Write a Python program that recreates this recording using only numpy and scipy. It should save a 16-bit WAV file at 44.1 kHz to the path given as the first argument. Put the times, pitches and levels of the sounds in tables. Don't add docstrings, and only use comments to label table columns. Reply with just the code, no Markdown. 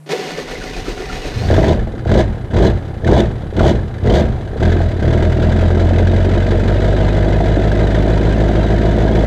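import sys
import numpy as np
from scipy import signal
from scipy.io import wavfile
from scipy.ndimage import uniform_filter1d

SR = 44100
rng = np.random.default_rng(int(sys.argv[2]) if len(sys.argv) > 2 else 0)


def makeup_ratio(level_db):
    decades = np.asarray(level_db, float) / 20
    return 10 ** decades


def bounce(signal):
    frames = np.transpose(np.atleast_2d(signal))
    limited = np.clip(frames, -1, 1)
    pcm = np.round(limited * 32767).astype(np.int16)
    wavfile.write(sys.argv[1], SR, pcm)


N = 408366
CRANKING = 2 * SR

# pitch_hz, density_db [dB per Hz]
AIR = [(140, -24), (230, -7), (310, -2.5), (382, -9), (755, -10), (838, -13.5), (5350, -31), (9850, -24.5),
       (15000, -40.5)]

# pitch_hz, density_db [dB per Hz]
GRIND = [(530, -50), (900, 1), (1270, -4), (1370, -4.5), (1620, -2.5), (1980, -1.5), (3170, -5),
         (4510, -5.5), (6580, -10), (7230, -16.5), (9040, -19.5), (11300, -33.5), (12700, -23),
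         (15000, -40)]
# pitch_hz, density_db [dB per Hz]
GROWL = [(70, -80), (130, -26), (170, -7), (225, -17.5), (262, -8), (300, -14), (410, -10.5), (650, -19.5),
         (770, -18.5), (900, -44), (1200, -44)]
# pitch_hz, density_db [dB per Hz]
LURCH = [(15, -24), (30, -5.5), (45, -7.0), (70, -16.5), (130, -17), (200, -29)]
# pitch_hz, width_hz, lift_db
HOUSING = [(422, 34, 4.6), (747, 38, 8), (1464, 41, 7.3), (1770, 34, 9.2), (1970, 45, 6.3), (2510, 67, 6.6),
           (2900, 47, 7.7), (3560, 45, 6.1)]
# pitch_hz, width_hz, level_db
MESH = [(2195, 170, -14.5), (4130, 390, -16.5)]
# deepest_s, depth_db
COMPRESSIONS = [
    (.47, 3),
    (.595, 3),
    (.72, 3),
    (.84, 4),
    (0.961, 4),
    (1.08, 3),
    (1.21, 2.5),
    (1.309, -1),
]
# start_s, peak_db, pitch_hz
CLUNKS = [(0.062, -23, 301), (0.11, -13.5, 360), (0.129, -2.5, 427), (0.191, -16, 466), (0.381, -10, 454),
          (0.531, -14.5, 473.3), (0.649, -24, 566), (0.776, -28, 400), (0.88, -10, 374.3),
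          (0.999, -9.5, 405), (1.119, -35, 408), (1.249, -14, 400), (1.419, -11, 680)]
# start_s, peak_db, pitch_hz
SNATCHES = [(0.3445, -26, 2150), (0.4508, -28, 2050), (0.4812, -24.5, 1400), (0.5465, -21, 2150),
            (0.608, -24, 1530), (0.6653, -22, 2040), (0.735, -23, 2540), (0.854, -23, 1374),
            (0.9741, -23, 1440), (1.026, -24.5, 2020), (1.0945, -20, 1400), (1.2245, -24, 2670),
            (1.3108, -24.5, 1550)]
# time_s, pitch_hz, level_db
OVERRUN = [
    (1.25, 3930, -11),
    (1.36, 4020, -10),
    (1.424, 4300, -11),
    (1.47, 4600, -5),
    (1.5, 4800, -24),
]

# start_s, cut_s, top_firing_hz, fuel_share [0-1], coast_s
SURGES = [
    (1.439, 1.722, 84.65, 0.88, 0.13),
    (2.043, 2.204, 69.86, 0.95, .11),
    (2.492, 2.669, 72.12, 0.97, 0.13),
    (3.015, 3.195, 75.9, 0.99, 0.14),
    (3.531, 3.704, 77, 0.98, .125),
    (4.005, 4.198, 78.56, 0.98, 0.19),
]
# time_s, firing_hz, fuel_share [0-1]
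GOVERNOR = [(4.57, 31.83, 0.15), (4.635, 39.5, 0.79), (4.74, 45.57, 0.64), (4.87, 40.17, 0.44),
            (5.0, 34.86, 0.36), (5.07, 38.38, 0.74), (5.2, 41.96, 0.72), (5.27, 41.87, 0.61),
            (5.38, 40.13, 0.61), (5.56, 42.84, 0.69), (5.8, 42.83, 0.64), (6.2, 45.2, 0.65),
            (6.6, 47.12, 0.66), (6.9, 49.38, 0.72), (7.4, 51.05, 0.66), (8.4, 52.99, 0.72),
            (8.8, 53.29, 0.71), (9.26, 54.27, 0.75)]
# thump_db, lateness [share of firing gap], blast_db, clatter_db
CYLINDERS = [(2, 0.013, -3, 6.5), (-1, 0.043, 1, 7.5), (1, 0.0133, -4.5, -2.5), (-2, -0.0487, -1.5, 8.5),
             (0.2, 0.0094, 0.5, 6), (1.5, 0.0492, 1.5, 12), (1, -0.016, -1, 4), (0.2, -0.052, 0.5, 6)]

# pitch_hz, gain_db
PIPE = [(15, -29), (28, -24.5), (43, 0.5), (53, 4), (68, -0.5), (87, 3), (104, -0.5), (120, -5.5),
        (138, -12.5), (156, -7), (185, -12.5), (225, -10.5), (280, -29), (400, -40.5)]
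# pitch_hz, width_hz, lift_db
PIPE_RINGS = [(88.6, 7.2, 5.5), (121, 11, 10.5), (150.8, 7.2, 5), (189, 5.8, 4.5), (222.9, 10.5, 6)]
# pitch_hz, density_db [dB per Hz]
RUMBLE = [(8, -18.0), (25, 1), (50, -2), (120, -5.5), (170, -8), (230, -10.5), (262, -30.0)]
# pitch_hz, gain_db
BOOM = [(50, -26.0), (85, -0.5), (120, 13), (150, -9.0), (190, 3.0), (260, -31)]

# pitch_hz, density_db [dB per Hz]
BLAST = [(100, -22.5), (175, -3.5), (220, -3.5), (258, -8), (338, 1), (422, -3.5), (502, -4), (536, -9.5),
         (647, -3), (856, -18.5), (969, -16.5), (1100, -31), (1250, -28.5), (1620, -59), (2750, -120)]
# pitch_hz, density_db [dB per Hz]
COAST = [(140, -21), (200, -4), (349, -0.5), (533, -6), (686, -8), (925, -15.5), (1500, -26), (1950, -79),
         (3300, -120)]
# pitch_hz, width_hz, lift_db
COAST_RINGS = [(187, 23, 8.7), (772, 44, 5.3)]
# start_s, peak_db, pitch_hz
BARKS = [(1.502, -4, 573), (1.528, -6, 390), (1.556, -7.5, 515), (1.579, -1, 425), (1.637, -4, 660),
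         (1.74, -10.5, 652), (1.773, -14, 594), (1.871, -18, 656), (1.937, -17.5, 430),
         (2.021, -21, 444), (2.057, -15, 557), (2.085, -21, 336), (2.106, -4.5, 356), (2.151, -3, 554),
         (2.535, -12, 424), (2.558, -9.5, 387.6), (2.575, -9, 546), (2.6, -7, 396),
         (2.671, -15.5, 452), (2.884, -21, 407), (2.966, -26, 511), (3.035, -18, 484),
         (3.055, -13, 403.3), (3.088, -3.5, 340), (3.123, -2, 447), (3.167, -7.5, 666),
         (3.407, -26, 645), (3.486, -26.5, 300.9), (3.525, -20, 421), (3.568, -20, 301),
         (3.568, -14, 310), (3.607, 1, 340), (3.642, -4.5, 776), (3.684, -6.5, 657), (3.729, -14, 629),
         (4.043, -13.5, 435.3), (4.067, -8, 480), (4.087, -8, 410), (4.108, -1, 447),
         (4.196, -3.5, 593), (4.229, -16, 655), (4.461, -18.5, 345), (4.53, -15.5, 338.6),
         (4.559, -16, 452.7), (4.598, -16, 533), (4.617, -6, 354), (4.649, -11, 355), (4.69, -10, 413),
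         (4.717, -13, 431.8), (4.752, -9, 452), (4.804, -8.5, 676.4), (4.898, -23, 633),
         (4.93, -14.5, 590.5), (4.984, -17, 317.3), (5.023, -12, 343), (5.079, -11.5, 530),
         (5.146, -8, 366), (5.193, -15, 636), (5.386, -10.5, 339), (5.486, -8, 644),
              (5.61, -8.5, 470.9), (5.672, -17, 680), (5.703, -9.5, 367), (5.769, -7, 330.8),
              (5.857, -11, 322.6), (5.908, -9, 580), (6.214, -14.5, 650.3), (6.303, -14.5, 462.6),
              (6.435, -13.5, 471), (6.477, -9, 336), (6.518, -6, 350), (6.584, -12, 473),
              (6.647, -13.5, 638), (6.775, -14.5, 587), (6.811, -15.5, 353), (6.935, -11, 606),
              (7.058, -18, 646), (7.159, -13, 334), (7.258, -10, 603), (7.403, -4, 705),
              (7.569, -4.5, 333.2), (7.84, -9.5, 637), (7.995, -8, 298), (8.147, -12, 630),
              (8.299, -10.5, 300), (8.376, -11.5, 670), (8.45, -13, 346.1), (8.489, -7.5, 357),
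              (8.527, -16, 326), (8.641, -10.5, 658), (8.679, -17, 322), (8.83, -8, 509.8),
              (8.978, -8, 480), (9.05, -8, 659), (9.091, -10.5, 534), (9.236, -12.5, 597)]

# pitch_hz, density_db [dB per Hz]
CLATTER = [(590, -35), (1000, -7), (1120, -14), (1210, -4), (1650, 0), (2740, -13), (2970, -11.5),
           (4030, -11), (4310, -18), (5660, -23), (6060, -24), (7600, -25.5), (11200, -47), (12900, -38.5),
           (15000, -49.5)]
# pitch_hz, density_db [dB per Hz]
HARD_CLATTER = [(590, -11), (1000, 5), (1170, -39), (1390, -3.5), (1700, -2), (2370, -8.5), (2740, -18.5),
                (2930, -8.5), (3440, -4.5), (5290, -19), (6200, -17.5), (8200, -25.5), (11200, -42.5),
                (13100, -35.5), (15000, -42)]
# pitch_hz, width_hz, lift_db
BLOCK = [(1610, 170, 2.25), (2056, 59, 4.8), (2580, 25, 1.3), (2984, 100, 4.1), (3420, 77, 3.3),
         (3920, 92, 0.92), (4704, 140, 6.3), (6180, 180, 4.8)]
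# start_s, peak_db, pitch_hz
KNOCKS = [(1.5076, -13, 1670), (1.539, -13, 1610), (1.563, -17, 1770), (1.586, -18, 1890),
          (1.6283, -19, 1990), (1.6408, -14, 1820), (1.703, -28, 1920), (1.7914, -26.5, 1720),
          (1.951, -33, 1450), (1.99, -28.5, 1450), (2.0494, -29, 1510), (2.0648, -32, 1470),
          (2.0912, -20, 1520), (2.1146, -13, 1470), (2.1727, -21.5, 3920), (2.5014, -33, 1560),
          (2.5327, -24, 1530), (2.5602, -23, 1730), (2.5838, -14.5, 1490), (2.648, -10.5, 1640),
          (2.8083, -36, 1397), (2.9804, -37, 1420), (3.0168, -35, 1679), (3.0441, -20.5, 1760),
          (3.0742, -14.5, 1530), (3.1304, -14, 1670), (3.2547, -24, 1676), (3.3359, -38, 1419),
          (3.3923, -42, 1427), (3.4192, -31, 1396), (3.5647, -17.5, 1640), (3.5924, -12.5, 1415),
          (3.7899, -30, 1662), (3.9815, -28, 1697), (4.0508, -25, 1569), (4.0708, -18, 2000),
          (4.0957, -14.5, 3050), (4.2815, -28, 1556), (4.3183, -32, 1431), (4.4741, -28, 1616),
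          (4.5317, -34, 1721), (4.5665, -29, 1677), (4.598, -24, 1310), (4.625, -17, 1530),
          (4.6509, -16.5, 1600), (4.693, -21, 1560), (4.7171, -17.5, 1707), (4.7816, -27, 1664),
          (4.8031, -27, 1562), (4.829, -27, 1674), (4.851, -32, 1540), (4.8784, -32, 1550),
          (4.9069, -29, 1510), (4.9378, -33, 1620), (4.9672, -33, 1563), (4.9916, -26, 1647),
          (5.0245, -21, 1710), (5.051, -25.5, 1989), (5.0773, -22, 1610), (5.1042, -23, 1677),
          (5.1264, -17.5, 1650), (5.2226, -17, 1510), (5.346, -24.5, 1380), (5.3962, -20.5, 1490),
               (5.4251, -18, 1610), (5.5204, -17.5, 1610), (5.5873, -20.5, 1620), (5.7033, -23, 1640),
               (5.7728, -25, 1340), (5.8474, -20, 1520), (5.9824, -15.5, 1612), (6.0688, -18, 1580),
               (6.133, -28.5, 1691), (6.244, -20, 1536), (6.3103, -21, 1450), (6.375, -19, 1650),
               (6.5057, -19.5, 1740), (6.596, -22, 1480), (6.676, -20, 1780), (6.7172, -23.5, 1520),
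               (6.818, -20.5, 1470), (6.8768, -20.5, 1570), (7.001, -22, 1560), (7.0802, -18, 1660),
               (7.141, -24, 1610), (7.2015, -28, 1650), (7.2435, -20, 1530), (7.323, -21, 1540),
               (7.3577, -22.5, 1590), (7.4004, -24.5, 1620), (7.4567, -18, 1630), (7.515, -22.5, 1620),
               (7.5555, -23, 1720), (7.6127, -25, 1480), (7.67, -24.5, 1790), (7.7151, -18.5, 1645),
               (7.7717, -22, 1460), (7.8252, -31.5, 1700), (7.8686, -18, 1530), (7.9444, -18, 1880),
               (7.9853, -25.5, 1635), (8.0216, -20.5, 1450), (8.0781, -22.5, 1520), (8.1734, -17, 1440),
               (8.2287, -22, 2000), (8.2903, -20.5, 1650), (8.323, -18.5, 1610), (8.3799, -22.5, 1770),
               (8.4373, -23, 1710), (8.4818, -18.5, 1600), (8.552, -20, 1590), (8.6297, -20, 1620),
               (8.702, -20.5, 1550), (8.779, -19, 1770), (8.8508, -23, 1630), (8.909, -21, 1580),
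               (8.983, -20.5, 1498), (9.0773, -18.5, 1610), (9.1493, -19, 1650), (9.1883, -19, 1530)]


def evened(x):
    return x / np.sqrt(np.mean(x ** 2) + 1e-20)


def columns(rows):
    time_s, *values = np.transpose(rows)
    return [np.interp(np.arange(N) / SR, time_s, v) for v in values]


def fade(start, end):
    return np.clip((np.arange(N) / SR - start) / (end - start), 0, 1)


def blend(alike, loose, share):
    return np.sqrt(share) * alike + np.sqrt(1 - share) * loose


def colour(x, points, rings=()):
    hz, db = np.transpose(points)
    size = 16384
    grid = np.abs(np.fft.fftfreq(size, 1 / SR)) + 1
    gain_db = np.interp(np.log(grid), np.log(hz), db, left=-90, right=-90)
    gain_db += sum(lift / (1 + (2 * (grid - f) / width) ** 2) for f, width, lift in rings)
    log_response = np.conj(signal.hilbert(np.log(makeup_ratio(gain_db))))
    taps = np.fft.ifft(np.exp(log_response)).real[:size // 2]
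    return evened(signal.oaconvolve(x, taps)[:len(x)])


def resonate(x, hz, width):
    turn = np.exp(2j * np.pi * np.cumsum(hz * np.ones(len(x))) / SR)
    r = np.exp(-np.pi * width / SR)
    at_zero_hz = signal.lfilter([1], [1, -2 * r, r * r], x / turn)
    return evened((turn * at_zero_hz).real)


def strikes(events, width, rise, fall, sag, hush, before, fuzz):
    u = np.arange(3000) / SR
    shape = (1 - np.exp(-u / rise)) * np.exp(-u / fall)
    shape = shape / shape.max()
    rings, gate, marks = np.zeros((3, N + len(u)))
    for (start_s, db, hz), noise in zip(events, rng.standard_normal((len(events), len(u)))):
        at = round(start_s * SR)
        glide_hz = hz * (1 - sag * u)
        pure = np.sin(2 * np.pi * np.cumsum(glide_hz) / SR)
        tone = (1 - fuzz) * pure + fuzz * resonate(noise, glide_hz, width)
        rings[at:at + len(u)] += makeup_ratio(db) * shape * tone
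        gate[at:at + len(u)] += makeup_ratio(db) * shape
        marks[max(at - round(before * SR), 0):at + round(fall * SR)] = 1
    return rings[:N], gate[:N], 1 - hush * uniform_filter1d(marks[:N], size=130)


def street():
    hum = np.sqrt(2) * np.sin(2 * np.pi * 151.6 * np.arange(N) / SR)
    hum *= 1 - fade(0.45, 0.87)
    air_db = -36.5 - 14.5 - 4.6 * fade(.1, 2.0)
    return makeup_ratio(air_db) * colour(rng.standard_normal(N), AIR) + makeup_ratio(-39.5) * hum


def gear_grind():
    t = np.arange(CRANKING) / SR
    mesh_s, engage_s, slam_db = 0.089, 0.1255, 9
    approach_db = np.interp(t, [mesh_s, mesh_s + 0.0017, engage_s], [-13.5, 0, slam_db])
    settle_db = slam_db * np.exp((engage_s - t) / 0.0077)
    level_db = -32.5 + np.where(t < engage_s, approach_db, settle_db)
    level_db += -0.5 * fade(0.48, 1.4)[:CRANKING]
    level_db += 9 * fade(1.46, 1.8)[:CRANKING]

    drag = sum(db * np.exp(-((t - s) / np.where(t < s, .04, .009)) ** 2) for s, db in COMPRESSIONS)
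    speed = 1 - 0.039 * uniform_filter1d(drag, size=1800) + 0.053 * fade(1.5, 2.9)[:CRANKING]
    tooth_db = 1.5 * np.minimum(rng.exponential(1, CRANKING // 63), 3).repeat(63)
    teeth = rng.standard_normal(CRANKING) * makeup_ratio(tooth_db)

    whine = sum(makeup_ratio(db) * resonate(teeth[::-1], hz * speed, width) for hz, width, db in MESH)
    song_hz, song_db = (v[:CRANKING] for v in columns(OVERRUN))
    song_gate = (fade(1.22, 1.26) - fade(1.5, 1.52))[:CRANKING]
    whine += makeup_ratio(song_db) * song_gate * resonate(teeth[::-1], song_hz, 280.)

    bright = makeup_ratio(2.5 - 1.35 * drag) * (colour(teeth, GRIND, HOUSING) + whine)
    dull = makeup_ratio(5.5 - 1.0 * drag) * colour(teeth, GROWL, HOUSING)
    release = (1 - 0.3 * fade(1.2857, 1.287)[:CRANKING]) * (1 - fade(1.44, 1.79)[:CRANKING])
    return makeup_ratio(level_db) * (bright + dull) * release


def lurching():
    t = np.arange(CRANKING) / SR
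    level_db = -30.5 + 9 * (t - .6) - 13 * (1 - fade(.25, 0.55)[:CRANKING])
    gate = (fade(0.13, 0.33) - fade(1.6, 2.0))[:CRANKING]
    return makeup_ratio(level_db) * colour(rng.standard_normal(CRANKING), LURCH) * gate


def starter():
    out = np.zeros(N)
    out[:CRANKING] = gear_grind() + lurching()
    rings, _, hush = strikes(SNATCHES, width=190., rise=.004, fall=.03, sag=1.3, hush=.3, before=.02, fuzz=.9)
    out = hush * out + makeup_ratio(-12) * rings
    u = np.arange(4000) / SR
    shape = (1 - np.exp(-u / 0.00287)) * np.exp(-u / 0.027)
    for start_s, db, hz in CLUNKS:
        blow = np.gradient(rng.standard_normal(len(u)))
        out[round(start_s * SR):][:len(u)] += makeup_ratio(db - 9.5) * resonate(blow, hz, 150.0) * shape
    click_s = .061
    return out * fade(click_s, click_s + .001)


def throttle():
    t = np.arange(N) / SR
    stall_hz = 25.043
    hz = np.full(N, 23.94)
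    fuel = np.zeros((3, N))
    left = np.array([[0.85], [0.86], [0.63]])
    for on, cut, top_hz, share, coast in SURGES:
        u = np.clip((t - on) / (cut - on), 0, 1)
        after = np.maximum(t - cut, 0)
        start_hz = hz[round(on * SR)]
        racing = start_hz + (top_hz - start_hz) * u ** 1.3
        hz = np.where(t < on, hz, stall_hz + (racing - stall_hz) * np.exp(-after / coast))

        opening = np.interp(u, [0, 0.312, 1], [0, 0.82, 1])
        opening = np.array([opening, opening, opening ** 1.4])
        after = np.maximum(after - 0.0095, 0)
        pipe_tail = np.exp(-(after / coast) ** 2.4)
        slow_tail = np.exp(-after / (0.65 * coast))
        tails = np.array([pipe_tail, slow_tail, slow_tail])
        decay = (1 - left) * np.exp(-after / 0.018) + left * tails
        fuel = np.maximum(fuel, share * opening * decay)

    idle_hz, idle = columns(GOVERNOR)
    held = fade(GOVERNOR[0][0] - .06, GOVERNOR[0][0])
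    fuel += held * ([idle ** 0.7, idle, idle] - fuel)
    thump_db = -24 + 16.5 * fuel[0] + 4 * (1 - fade(1.52, 1.54))
    blast_db = -37 + 23 * fuel[1]
    clatter_db = -46 + 24 * fuel[2] + 14 * (1 - fade(1.45, 1.54))
    return hz + held * (idle_hz - hz), thump_db, blast_db, clatter_db


def puffs(at, db, rise, fall, rest):
    t = np.arange(SR // 10) / SR
    train = np.zeros(N)
    train[at] = makeup_ratio(db)
    gate = signal.oaconvolve(train, (1 - np.exp(-t / rise)) * np.exp(-t / fall))[:N]
    slow = uniform_filter1d(gate, size=5500) + 1e-9
    return (rest + gate / slow) * rng.standard_normal(N)


def signatures(at, db, rise, fall):
    t, out = np.arange(SR // 10) / SR, np.zeros(N)
    count = len(CYLINDERS)
    shapes = rng.standard_normal((count, len(t))) * (1 - np.exp(-t / rise)) * np.exp(-t / fall)
    for k, shape in enumerate(shapes):
        train = np.zeros(N)
        train[at[k::count]] = makeup_ratio(db[k::count])
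        out += signal.oaconvolve(train, shape)[:N]
    return out / np.sqrt(uniform_filter1d(out ** 2, size=8000) + 1e-9)


def pings(at):
    u, out = np.arange(1300) / SR, np.zeros(N + 2000)
    pick, tune, wait, size = rng.random((1000, 4))[:len(at)].T
    panel = (pick * (len(BLOCK) - 2)).astype(int)
    hz = np.array(BLOCK)[panel, 0] * (.95 + 0.12 * tune)
    table_hz, table_db = np.transpose(CLATTER)
    db = np.interp(hz, table_hz, table_db) * 0.27 + 9 * size
    shape = (1 - np.exp(-u / 0.0027)) * np.exp(-u / 0.007)
    rings = makeup_ratio(db)[:, None] * np.sin(2 * np.pi * hz[:, None] * u) * shape
    for start, ring in zip(at + (wait * 500).astype(int), rings):
        out[start:start + len(u)] += ring
    return evened(out[:N])


def block_clatter(at, knock_db, chance, clatter_db, coasting, full):
    at = np.minimum(at + round(.007 * SR), N - 1)
    knock = puffs(at, knock_db + 1.8 * chance, 0.0035, 0.011, 0.5 + 0.45 * coasting)
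    crackle = puffs(at, knock_db + 3.5 * chance, .0025, .007, .65)
    soft, hard = colour(knock, CLATTER, BLOCK), colour(crackle, HARD_CLATTER, BLOCK)
    clatter = makeup_ratio(clatter_db) * ((1 - full) * soft + full * hard)
    clatter += makeup_ratio(clatter_db - 14.5 - 7 * coasting) * pings(at)
    rings, gate, hush = strikes(KNOCKS, width=400., rise=.0022, fall=.007, sag=0.3,
                                hush=.25, before=.007, fuzz=.45)
    hiss = colour(rng.standard_normal(N), HARD_CLATTER, BLOCK)
    return hush * clatter + makeup_ratio(-5) * rings + makeup_ratio(-11) * gate * hiss


def exhaust_jet(at, jet_db, chance, coasting):
    loose = evened(puffs(at, jet_db + 2.5 * chance, 0.001, 0.02, 1.0))
    alike = signatures(at, jet_db + 1.0 * chance, 0.0024, 0.017)
    low, high = (blend(alike, loose, share * (1 - coasting)) for share in (.93, .6))
    below_300_hz = signal.butter(2, 300, fs=SR, output='sos')
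    return high + signal.sosfiltfilt(below_300_hz, low - high)


def mouth_blast(jet, blast_db, coasting):
    firing = colour(jet, BLAST)
    idle_flow = colour(jet, COAST, COAST_RINGS)
    blast = makeup_ratio(blast_db + 4.0) * ((1 - coasting) * firing + coasting * idle_flow)
    rings, gate, hush = strikes(BARKS, width=220.0, rise=0.00056, fall=0.0086, sag=1.8,
                                hush=0.47, before=0.0083, fuzz=0.31)
    rush = colour(rng.standard_normal(N), BLAST)
    return hush * blast + makeup_ratio(-1.5) * rings + makeup_ratio(-6.5) * gate * rush


def pipe_thump(kicks, jet, thump_db, coasting, full):
    pulses = makeup_ratio(-3 * coasting) * colour(kicks, PIPE, PIPE_RINGS)
    rumble = makeup_ratio(-14.5 + 11.8 * coasting) * colour(jet, RUMBLE, PIPE_RINGS)
    thump = makeup_ratio(thump_db) * (pulses + rumble)
    thump += makeup_ratio(thump_db - 8) * full * colour(kicks, BOOM)
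    lag = 2 * np.pi * 20
    return signal.lfilter(*signal.bilinear([-1, lag], [1, lag], SR), thump)


def engine():
    hz, thump_db, blast_db, clatter_db = throttle()
    coasting = np.clip((-23.5 - blast_db) / 8, 0, 1)
    full = np.clip((clatter_db + 29.5) / 5.4, 0, 1)
    at = np.flatnonzero(np.diff(np.floor(np.cumsum(hz) / SR)))
    kick_db, late, jet_db, knock_db = np.array(CYLINDERS)[np.arange(len(at)) % len(CYLINDERS)].T
    chance = rng.standard_normal((1000, 4))[:len(at)].T
    ragged = 1 + 6 * coasting[at]
    delay = ((late + .008 * ragged * chance[0]) * SR / hz[at]).astype(int)
    at = np.clip(at + delay - 700, 0, N - 1)
    kicks = np.zeros(N)
    kicks[at] = makeup_ratio(kick_db + 0.41 * ragged ** .5 * chance[1]) / hz[at]

    jet = exhaust_jet(at, jet_db, chance[2], coasting)
    thump = pipe_thump(kicks, jet, thump_db, coasting, full)
    blast = mouth_blast(jet, blast_db, coasting)
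    clatter = block_clatter(at, knock_db, chance[3], clatter_db, coasting, full)
    return fade(1.35, 1.365) * thump + fade(1.23, 1.31) * blast + fade(1.4, 1.52) * clatter


def scene():
    return (street() + starter() + engine())[None]


def roll_off(x):
    return signal.sosfilt(signal.butter(12, 15140, fs=SR, output="sos"), x)


def record(dry):
    ceiling = .99
    mix = ceiling * np.tanh(dry / ceiling)
    return roll_off(mix)


dry = scene()
out = record(dry)
bounce(out)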